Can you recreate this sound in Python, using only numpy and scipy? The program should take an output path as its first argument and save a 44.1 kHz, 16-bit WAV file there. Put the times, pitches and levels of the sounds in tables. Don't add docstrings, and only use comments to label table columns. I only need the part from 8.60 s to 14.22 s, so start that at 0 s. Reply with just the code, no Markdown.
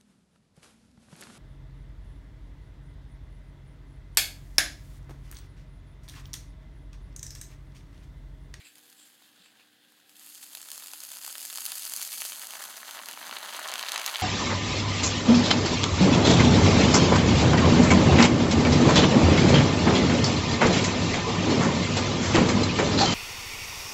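import sys
import numpy as np
from scipy import signal
from scipy.fft import rfft, irfft, next_fast_len
from scipy.io import wavfile
from scipy.ndimage import map_coordinates

SR = 44100
rng = np.random.default_rng(int(sys.argv[2]) if len(sys.argv) > 2 else 0)


def bounce(signal):
    frames = np.transpose(np.atleast_2d(signal))
    limited = np.clip(frames, -1, 1)
    pcm = np.round(limited * 32767).astype(np.int16)
    wavfile.write(sys.argv[1], SR, pcm)


N = 247842

# time in seconds, deep pockets in dB, surface in dB.
BOIL_LEVELS = [(0.0,-76,-67), (0.33,-72.5,-61.5), (0.5,-73.5,-64.5), (0.92,-71.5,-72), (1.21,-78,-74.5),
               (1.32,-73,-69.5), (1.45,-76,-73), (1.5,-72,-61), (1.55,-74,-63), (1.61,-69.5,-55.5),
               (1.7,-68.5,-50.5), (1.87,-68.5,-52.5), (2.14,-60,-49), (2.5,-64,-48.5), (2.71,-59.5,-44.5),
               (2.96,-61,-44), (3.49,-56,-39.5), (3.66,-56.5,-41), (3.87,-53.5,-46.5), (4.02,-51.5,-47),
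               (4.4,-51,-50), (4.66,-49,-49.5), (4.71,-46,-49), (4.86,-46.5,-51.5), (4.98,-45,-49.5),
               (5.12,-43,-52), (5.25,-41.5,-49), (5.28,-39,-48), (5.37,-40.5,-60), (5.435,-43,-48),
               (5.48,-42.5,-50), (5.52,-42.5,-46.5), (5.56,-38.5,-49), (5.62,-41,-47)]
# gain from deep dB, from surface dB, simmer level dB.
CRUMB_FEED_DB = (0, -8.5, -70)
CRUST_FEED_DB = (-7.5, -1.8, -97)


def depths():
    deep_db, spray_db = curves(BOIL_LEVELS)

    def fed(from_deep_db, from_surface_db, simmer_db):
        power = amp(deep_db + from_deep_db) ** 2 + amp(spray_db + from_surface_db) ** 2 + amp(simmer_db) ** 2
        return 20 * np.log10(np.sqrt(power))

    return np.array([deep_db, fed(*CRUMB_FEED_DB), fed(*CRUST_FEED_DB), spray_db])


# frequency in Hz, relative level in dB.
DEEP_COLOUR = [(100, -71), (300, -19.5), (450, -11.5), (560, -5.5), (800, -0.5), (1250, 0.5), (1900, -3),
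               (2600, -13), (6000, -56)]
CRUMB_COLOUR = [(300, -89), (1400, -8), (2000, -3.5), (2900, 1.5), (3600, 1.5), (4300, -2), (5500, -12),
                (9000, -43)]
CRUST_COLOUR = [(1000, -91), (3500, -29), (4200, -3.5), (4700, -2), (5300, -7), (6400, -2), (8500, -7.5),
                (10500, -9), (16000, -43)]
SPRAY_COLOUR = [(3000, -77), (7500, -8), (9300, -8), (10500, -3.5), (14500, -5), (15200, -11.5),
                (15900, -13.5)]
SMEAR = 0.31
LEAN_RAD = -1.1
SMALL_BURSTS_PER_S = 800


def boiling():
    count = round(SMALL_BURSTS_PER_S * N / SR)
    times = rng.random(count) * (N - 1) / SR
    rarity = -np.log(np.clip(rng.random((5, count)), .05, 1))
    clumps = wobble(40)
    # colour, own size spread in dB, steam in dB under the pops.
    layers = [(DEEP_COLOUR, 3.5, -8), (CRUMB_COLOUR, 3.5, -7), (CRUST_COLOUR, 3, -3), (SPRAY_COLOUR, 2.2, 0.3)]
    out = np.zeros(N)
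    for (colour, own_db, steam_db), level_db, own_rarity in zip(layers, depths(), rarity[1:]):
        size = amp(2.17 * rarity[0] + own_db * own_rarity)
        shapes = sputter(count, spit_db=-21, t60=0.0073)[:, :SR // 300]
        pops = unit(place(times, size[:, None] * shapes))
        steam = amp(steam_db) * rng.standard_normal(N)
        flow = amp(1.25 * clumps + 0.65 * wobble(25)) * (pops + steam)
        out += amp(level_db - 0.88) * unit(coloured(flow, colour, SMEAR, LEAN_RAD))
    return out


# time in seconds, deep in dB, crumb in dB, crust and spray in dB.
LOUD_BURSTS = [(0.1563, -63, -47, -33.5), (0.183, -61, -47, -32), (0.2989, -63.0, -56, -33),
               (0.302, -67.5, -59, -33), (0.328, -53, -48.5, -34), (0.6207, -48.5, -58, -55),
               (1.322, -54, -60, -39), (1.4949, -61.0, -48, -35), (1.5571, -60, -47, -36),
               (1.5677, -65.5, -48, -34.5), (1.5961, -62, -47, -28), (1.6717, -53, -41, -31),
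               (1.7488, -61.0, -45.0, -24), (1.7539, -63.0, -40, -26), (1.8291, -54, -37.5, -25),
               (1.8323, -52.0, -46, -25), (1.8377, -47.0, -45.5, -24), (1.8414, -59.5, -48.5, -27.0),
               (1.9325, -57, -40, -24), (1.9511, -42, -28.5, -16), (1.9724, -45, -34, -23),
               (2.0068, -47.5, -40, -33.5), (2.0162, -48.0, -42.0, -21), (2.0288, -45.5, -39, -21.5),
               (2.0874, -45, -34.5, -24.0), (2.1037, -46.0, -40.5, -19), (2.1168, -48, -33, -13.5),
               (2.1292, -58, -45.5, -23.5), (2.1339, -57, -45, -23.0), (2.1787, -39.5, -49, -18),
               (2.2238, -40, -37.5, -32.0), (2.2371, -45, -42, -22), (2.2427, -64.0, -46, -21),
               (2.2608, -43, -36, -22), (2.2714, -49, -40, -19), (2.2834, -54, -38, -24.0),
               (2.3158, -55.0, -41.0, -26.0), (2.3354, -35.0, -28.5, -15.5), (2.3425, -51.0, -41.0, -24),
               (2.3469, -49, -42, -33.0), (2.4043, -49, -40.0, -17.5), (2.4324, -51.0, -43.0, -26.0),
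               (2.4368, -48.0, -40.5, -17), (2.4503, -52.0, -40, -20), (2.4897, -54, -45.0, -20),
               (2.5051, -50.5, -47, -29), (2.5178, -41, -32.5, -16.5), (2.5359, -46, -50.0, -29.0),
               (2.553, -52.5, -40.0, -26), (2.5596, -50.5, -46.0, -22), (2.5641, -45, -43, -31.5),
               (2.5702, -43, -36, -20), (2.5862, -46, -42.0, -22), (2.5922, -46.5, -40.5, -30.0),
               (2.6152, -52, -38.0, -26.0), (2.6249, -52, -61.0, -25), (2.6359, -45, -35.5, -22.0),
               (2.6462, -42, -37, -26), (2.6495, -49, -36.5, -16), (2.6643, -38.5, -35, -15),
               (2.6784, -37, -37.5, -16.5), (2.6977, -45.5, -34, -31), (2.7033, -41, -40.0, -35.0),
               (2.71, -49.5, -49.0, -30), (2.7273, -49, -41, -19.0), (2.7545, -36.5, -29, -21),
               (2.7598, -42, -45.0, -39.5), (2.7816, -40, -37, -14), (2.8027, -63.0, -43.5, -18),
               (2.8085, -54.0, -39.5, -19.5), (2.8164, -47.5, -36, -20.5), (2.8287, -47.0, -41.5, -17),
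               (2.8488, -40.5, -44.5, -36.0), (2.8525, -54, -31, -14.0), (2.8594, -41, -40, -18),
               (2.9011, -48, -32, -18.5), (2.9064, -50, -32.5, -27), (2.9279, -35, -33.5, -15.5),
               (2.9335, -51, -36.5, -24.5), (2.9402, -49.0, -49.5, -20), (2.9579, -40, -33, -13),
               (2.9745, -39, -27, -11), (2.9842, -33, -31, -17), (3.0069, -44.0, -40.5, -13.5),
               (3.0186, -44.5, -32, -21.0), (3.0218, -42, -48.5, -19.5), (3.048, -53, -38.0, -18),
               (3.0542, -41.5, -32, -9), (3.063, -43.0, -26, -7.5), (3.0758, -42.0, -41, -34),
               (3.0827, -41.0, -36.0, -26), (3.101, -51, -47, -30), (3.1083, -43, -44, -29),
               (3.1194, -34, -25, -10.5), (3.1234, -34.0, -28, -41), (3.1555, -39.5, -39.0, -15.5),
               (3.1743, -47.5, -41, -24), (3.18, -49, -40, -17), (3.1833, -52, -34, -17.0),
               (3.1956, -55.0, -42, -17), (3.203, -61.0, -42, -25), (3.223, -51, -34, -15.5),
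               (3.233, -49, -31, -20), (3.2527, -41.0, -32, -12), (3.2646, -36, -33.5, -14),
               (3.277, -38, -37.5, -15), (3.2974, -45, -36.5, -13), (3.3219, -41, -35, -15),
               (3.3372, -40, -29, -8.5), (3.3402, -46, -39, -28), (3.3547, -49, -38.0, -26),
               (3.3637, -45, -38, -10), (3.3735, -39, -43.0, -15), (3.3966, -37, -56.0, -17),
               (3.4154, -45, -30.5, -11.5), (3.4256, -38, -32.5, -13), (3.4299, -46.0, -35, -12),
               (3.4501, -52, -36, -17), (3.4759, -53, -39, -16), (3.5204, -51, -37, -20.5),
               (3.5296, -43.0, -36, -14), (3.5395, -44, -34, -16), (3.5442, -48, -35.5, -21.5),
               (3.5819, -38, -37, -18.5), (3.6007, -48.5, -36.5, -27), (3.6042, -41, -29.0, -18),
               (3.6129, -55, -40.0, -11.5), (3.6193, -33, -23.5, -13.0), (3.6251, -38, -34.0, -22),
               (3.6521, -31.5, -31, -15), (3.6566, -53.5, -41, -18.0), (3.7212, -36.0, -26, -21.5),
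               (3.7316, -39, -33, -23.0), (3.7957, -52, -39.5, -16.5), (3.818, -45, -30.5, -19),
               (3.8305, -38.0, -46, -40.0), (3.8359, -32, -45, -35.5), (3.8703, -50.0, -40, -17),
               (3.9076, -45, -32, -18), (3.9319, -39.5, -40, -25.0), (3.9366, -34.5, -32, -21),
               (3.9545, -31, -33.0, -29), (4.0069, -31.5, -42.5, -38), (4.0185, -37, -36, -31.0),
               (4.0223, -47.5, -35.0, -20), (4.0393, -36, -35, -18), (4.0895, -34.5, -53, -36),
               (4.1675, -58.5, -43, -19.5), (4.1712, -34, -43, -21), (4.2312, -30, -41, -35.0),
               (4.2813, -42, -30.5, -33), (4.2915, -29.5, -43, -32.5), (4.3103, -48, -30.5, -19.5),
               (4.3486, -28.5, -50, -38), (4.3658, -31, -38, -34), (4.3712, -31, -34, -29.5),
               (4.3793, -29.5, -43, -35.5), (4.3911, -31, -28.5, -33), (4.3977, -27, -45, -39.5),
               (4.4251, -41, -40, -31), (4.459, -48, -36.0, -19), (4.487, -31, -29.5, -16),
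               (4.4927, -40, -35.0, -30), (4.5125, -33, -31, -18), (4.5227, -45.5, -34, -30.0),
               (4.5304, -56.5, -41, -20), (4.5365, -34, -35, -32), (4.575, -27, -35, -34),
               (4.6157, -31, -45.0, -35), (4.6277, -35, -30, -35), (4.6439, -32, -38.5, -37.5),
               (4.6949, -31.5, -31, -32), (4.7119, -28.5, -25.5, -26), (4.727, -26.5, -30, -30.5),
               (4.7377, -41, -33, -28), (4.7566, -33, -32, -33.5), (4.7664, -30, -29, -25.5),
               (4.7694, -30, -23.5, -30), (4.7863, -41.0, -35.5, -22), (4.8293, -28, -28, -35.0),
               (4.8327, -49, -34, -23.5), (4.8545, -44, -39, -26), (4.8594, -39, -30, -28),
               (4.8737, -35, -40, -28), (4.8915, -32.5, -28.0, -31), (4.8945, -34, -31.0, -31),
               (4.9371, -52.5, -40.5, -21), (4.9481, -25.0, -26, -30), (4.9658, -46.5, -37, -18),
               (4.9756, -52.5, -36, -30), (4.9912, -24, -40, -32.0), (4.9953, -27, -39, -19),
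               (5.031, -37.5, -38, -22.5), (5.0357, -50.5, -42.5, -21), (5.0421, -38.5, -27.0, -28),
               (5.0469, -28, -30, -32.5), (5.0505, -52, -30, -28), (5.0593, -26, -42, -33),
               (5.0703, -27, -32.0, -27), (5.0773, -40.5, -38.5, -18), (5.0847, -28, -27, -25),
               (5.0877, -48.5, -25, -19), (5.0952, -37, -28.0, -20.0), (5.1174, -49.5, -29, -18),
               (5.1233, -26, -27, -34.0), (5.1392, -29.5, -21, -13.5), (5.1571, -25, -20.5, -18),
               (5.1807, -35, -29, -21), (5.1946, -33, -20, -17.5), (5.212, -36, -29.5, -22),
               (5.2281, -26.5, -19, -18), (5.2363, -24.5, -29, -38.5), (5.2639, -29, -24, -36.5),
               (5.2678, -33.0, -30, -26), (5.2789, -51, -31, -28), (5.2861, -34, -19, -22.5),
               (5.29, -48.0, -25, -15), (5.2949, -40, -26, -21), (5.3199, -30, -18, -9.5),
               (5.3335, -42.5, -37, -18.5), (5.3427, -36, -32, -17), (5.3467, -46, -31, -20),
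               (5.3605, -24.5, -13.5, -17.0), (5.3784, -37, -21, -13), (5.3953, -27, -26, -21),
               (5.3984, -26, -27, -19), (5.4161, -34, -23, -17), (5.4433, -34.5, -25, -20),
               (5.4496, -43, -26, -25.0), (5.457, -35.5, -26, -24), (5.4632, -27, -20.5, -5.5),
               (5.4777, -28.0, -18, -17.0), (5.4817, -39, -31, -17), (5.4851, -27, -40.5, -30.0),
               (5.4937, -30, -23, -25), (5.498, -37, -25, -18), (5.5422, -36, -25, -25),
               (5.5481, -42, -21, -21.0), (5.558, -31, -15, -28), (5.5627, -50.5, -33, -25),
               (5.568, -39.5, -31, -17), (5.5839, -35, -26.5, -19.0), (5.599, -43, -24, -21.5),
               (5.6056, -42, -26, -24), (5.6121, -49.5, -25, -19)]


def bursts():
    now = depths()
    s, deep_db, crumb_db, top_db = np.vstack([LOUD_BURSTS, middling(now)]).T
    bright_db = 0.32 * (now[3] - now[2])[(s * SR).astype(int)]
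    deep = struck(s, deep_db, DEEP_COLOUR, spit_db=-22.5, t60=0.015)
    crumb = struck(s, crumb_db + 2.0, CRUMB_COLOUR, spit_db=-21, t60=0.014)
    crust = struck(s, top_db - bright_db - 7.5, CRUST_COLOUR, spit_db=-21, t60=0.012)
    spray = struck(s, top_db + bright_db - 8.0, SPRAY_COLOUR, spit_db=-18, t60=0.013)
    return deep + crumb + crust + spray


MIDDLING_PER_S = 90
MIDDLING_OVER_BOIL_DB = (5.5, 4.5, 7)
SIZE_SCATTER_DB, DEPTH_SCATTER_DB = 4.5, 6


def middling(now):
    luck = rng.random((round(MIDDLING_PER_S * N / SR), 5))
    at = (luck[:, 0] * (N - 1)).astype(int)
    top_db = np.maximum(now[2], now[3])
    base_db = np.array([now[0], now[1], top_db])[:, at].T
    size_db = SIZE_SCATTER_DB * (2 * luck[:, -1:] - 1)
    uneven_db = DEPTH_SCATTER_DB * (2 * luck[:, 1:-1] - 1)
    return np.column_stack([at / SR, base_db + MIDDLING_OVER_BOIL_DB + size_db + uneven_db])


def struck(s, db, points, spit_db, t60):
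    lone = coloured(signal.unit_impulse(N, SR), points, SMEAR)
    peak = np.abs(signal.hilbert(lone)).max()
    hits = place(s, amp(db)[:, None] * sputter(len(s), spit_db, t60))
    return coloured(hits, points, SMEAR, LEAN_RAD) / peak


TWIN_LAG_S, TWIN_MOST = (.00012, .0006), .5


def sputter(count, spit_db, t60):
    t = np.arange(-SR // 1000, SR // 200) / SR
    decay_db = -60 * np.where(t < 0, -1.6 * t, t) / t60
    rows = amp(spit_db + decay_db) * rng.standard_normal((count, len(t)))
    rows[:, t == 0] = -1
    lag, share = rng.random((count, 2)).T
    twin_at = np.searchsorted(t, np.interp(lag, [0, 1], TWIN_LAG_S))
    rows[np.arange(count), twin_at] += TWIN_MOST * (2 * share - 1)
    return rows


# peak time in seconds, length in seconds, rustle in Hz, rustle in dB, thin hiss in dB.
BRUSH_STROKES = [(0.004, 0.035, 2220, -54, -66), (0.054, 0.046, 2480, -55, -57.5),
                 (0.397, 0.093, 3370, -63, -59), (0.63, 0.042, 3660, -64, -72),
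                 (0.798, 0.06, 3600, -62.5, -71), (0.851, 0.062, 2520, -62.5, -69),
                 (0.998, 0.036, 2500, -62.5, -84)]
BRUSH_RISE, SCRATCH_DB = 0.26, -5


def brush():
    t = np.arange(N) / SR
    hiss_colour = [(6500, -45), (7300, 4), (8000, -1), (9000, -5), (12000, -49)]
    hiss = unit(coloured(rng.standard_normal(N), hiss_colour))
    scratch_colour = [(2000, -24), (3000, -5), (4200, -2.0), (5000, -6), (5600, -30)]
    scratch = unit(coloured(rng.standard_normal(N), scratch_colour))
    out = np.zeros(N)
    for s, length, hz, db, hiss_db in BRUSH_STROKES:
        rustle = unit(signal.lfilter(*signal.iirpeak(hz, 6, SR), rng.standard_normal(N)))
        swell = np.exp(-((t - s) / (length * np.where(t < s, BRUSH_RISE, 1))) ** 2)
        out += swell * (amp(db) * (rustle + amp(SCRATCH_DB) * scratch) + amp(hiss_db) * hiss)
    grit = unit(amp(2.2 * wobble(300)))
    return out * grit


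# centre in Hz with blade high, centre in Hz with blade low,
# gain in dB with blade high, gain in dB with blade low, width in Hz.
TABLE_DIPS = [(2230, 2470, -2.5, -2, 310), (3870, 3600, -1, -2.5, 250), (4520, 4280, 0.3, 2.5, 410),
              (5910, 5550, -14, -2, 260), (6050, 6240, 4, 4.5, 380), (12600, 12700, -2.5, -4, 460)]
# time in seconds, how far the blade has sunk from 0 to 1.
BLADE_SINK = [(2.9, 0), (4.1, 1)]


def reflected(x):
    def through_dips(low):
        def gain_db(f):
            return sum(row[2 + low] / (1 + (2 * (f - row[low]) / row[4]) ** 2) for row in TABLE_DIPS)
        return filtered(x, gain_db)

    (sunk,) = curves(BLADE_SINK)
    return (1 - sunk) * through_dips(0) + sunk * through_dips(1)


# time in seconds, level in dB.
PRESS_LEVELS = [(3.5, -76), (4.0, -74.5), (4.35, -68.5), (5.0, -67), (5.15, -70), (5.62, -77)]


def rumble():
    (press_db,) = curves([(0, -120)] + PRESS_LEVELS)
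    low_colour = [(80, -41), (170, -9.0), (230, 1.5), (320, -5.0), (450, -51), (1000, -36)]
    low = unit(coloured(rng.standard_normal(N), low_colour))
    shudder_colour = [(10, -12), (25, -4), (60, -5), (100, 2), (200, -54)]
    shudder = unit(coloured(rng.standard_normal(N), shudder_colour))
    shudder_db = -70.0 + 0.41 * depths()[0] + 2.3 * wobble(8.9)
    return amp(press_db + 2.2 * wobble(12)) * low + amp(shudder_db) * shudder


# frequency in Hz, relative level in dB.
ROOM_COLOUR = [(20, -46), (70, -26), (130, -12), (220, -3.5), (330, -6.5), (560, -14.5), (760, -15.5),
               (1050, -30), (1600, -3), (2300, -14.5), (3500, -6.5), (4900, -13), (5800, -19),
               (7500, -18.5), (15000, -21.5)]
# frequency in Hz, rms level in dB before wavering.
HUM_TONES = [(120, -90.5), (240, -84), (300, -77), (480, -86.5), (540, -88.5), (720, -88), (785, -84.5)]
AIR_DB = -65.5
THUD_S, THUD_HZ, THUD_T60_S, THUD_DB = 0.797, 184, 0.075, -54


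def room():
    t = np.arange(N) / SR
    air = amp(AIR_DB) * unit(coloured(rng.standard_normal(N), ROOM_COLOUR))
    drift = 0.29 * wobble(3.08)
    hum = np.zeros(N)
    for hz, db in HUM_TONES:
        level = np.sqrt(2) * amp(db + 2.8 * wobble(18) + 2.2 * wobble(4.98))
        phase = 2 * np.pi * hz * t + hz / 300 * drift + hz / 450 * wobble(14)
        hum += level * np.sin(phase)
    late = np.clip(t - THUD_S, 0, None)
    attack = 1 - np.exp(-late / .004)
    thud = amp(THUD_DB - 60 * late / THUD_T60_S) * np.sin(2 * np.pi * THUD_HZ * late) * attack
    return air + hum + thud


def amp(db):
    return 10 ** (np.asarray(db) / 20)


def unit(x):
    return x / np.sqrt(np.mean(x ** 2) + 1e-20)


def curves(rows):
    s, *cols = np.transpose(rows)
    return [np.interp(np.arange(N) / SR, s, c) for c in cols]


def wobble(rate):
    knots = rng.standard_normal(int(N * rate / SR) + 4)
    return map_coordinates(knots, [np.arange(N) * rate / SR])


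def filtered(x, db_of, smear=1, turn=0):
    m = 2 * next_fast_len(N // 2 + SR // 10)
    cep = irfft(np.log(amp(db_of(np.fft.rfftfreq(m, 1 / SR)))), m)
    cep[1:m // 2] *= 2
    cep[m // 2 + 1:] = 0
    log = rfft(cep)
    return irfft(rfft(x, m) * np.exp(log.real + 1j * (smear * log.imag + turn)), m)[:N]


def coloured(x, points, smear=1, turn=0):
    hz, db = np.transpose(points)
    return filtered(x, lambda f: np.interp(np.log(f + 1), np.log(hz + 1), db), smear, turn)


def place(times, shapes):
    width = shapes.shape[1]
    at = np.round(np.asarray(times) * SR).astype(int)[:, None] + np.arange(width)
    early = -(-SR // 1000)
    return np.bincount(at.ravel(), shapes.ravel(), N + width)[early:][:N]


ECHO_DB, ECHO_T60_S, ECHO_LAG_SAMPLES = -12, 0.088, 90


def scene():
    near = reflected(boiling() + bursts() + brush())
    t = np.arange(SR // 8) / SR
    tail = unit(rng.standard_normal(len(t)) * amp(-60 * t / ECHO_T60_S)) / np.sqrt(len(t))
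    echo = signal.fftconvolve(np.pad(near, (ECHO_LAG_SAMPLES, 0)), tail)[:N]
    return (near + amp(ECHO_DB) * echo + rumble() + room())[None]


TOP_HZ = 15900


def record(dry):
    m = next_fast_len(N + SR // 10)
    kept = np.fft.rfftfreq(m, 1 / SR) < TOP_HZ
    return irfft(rfft(dry, m) * kept, m)[:, :N]


dry = scene()
out = record(dry)
bounce(out)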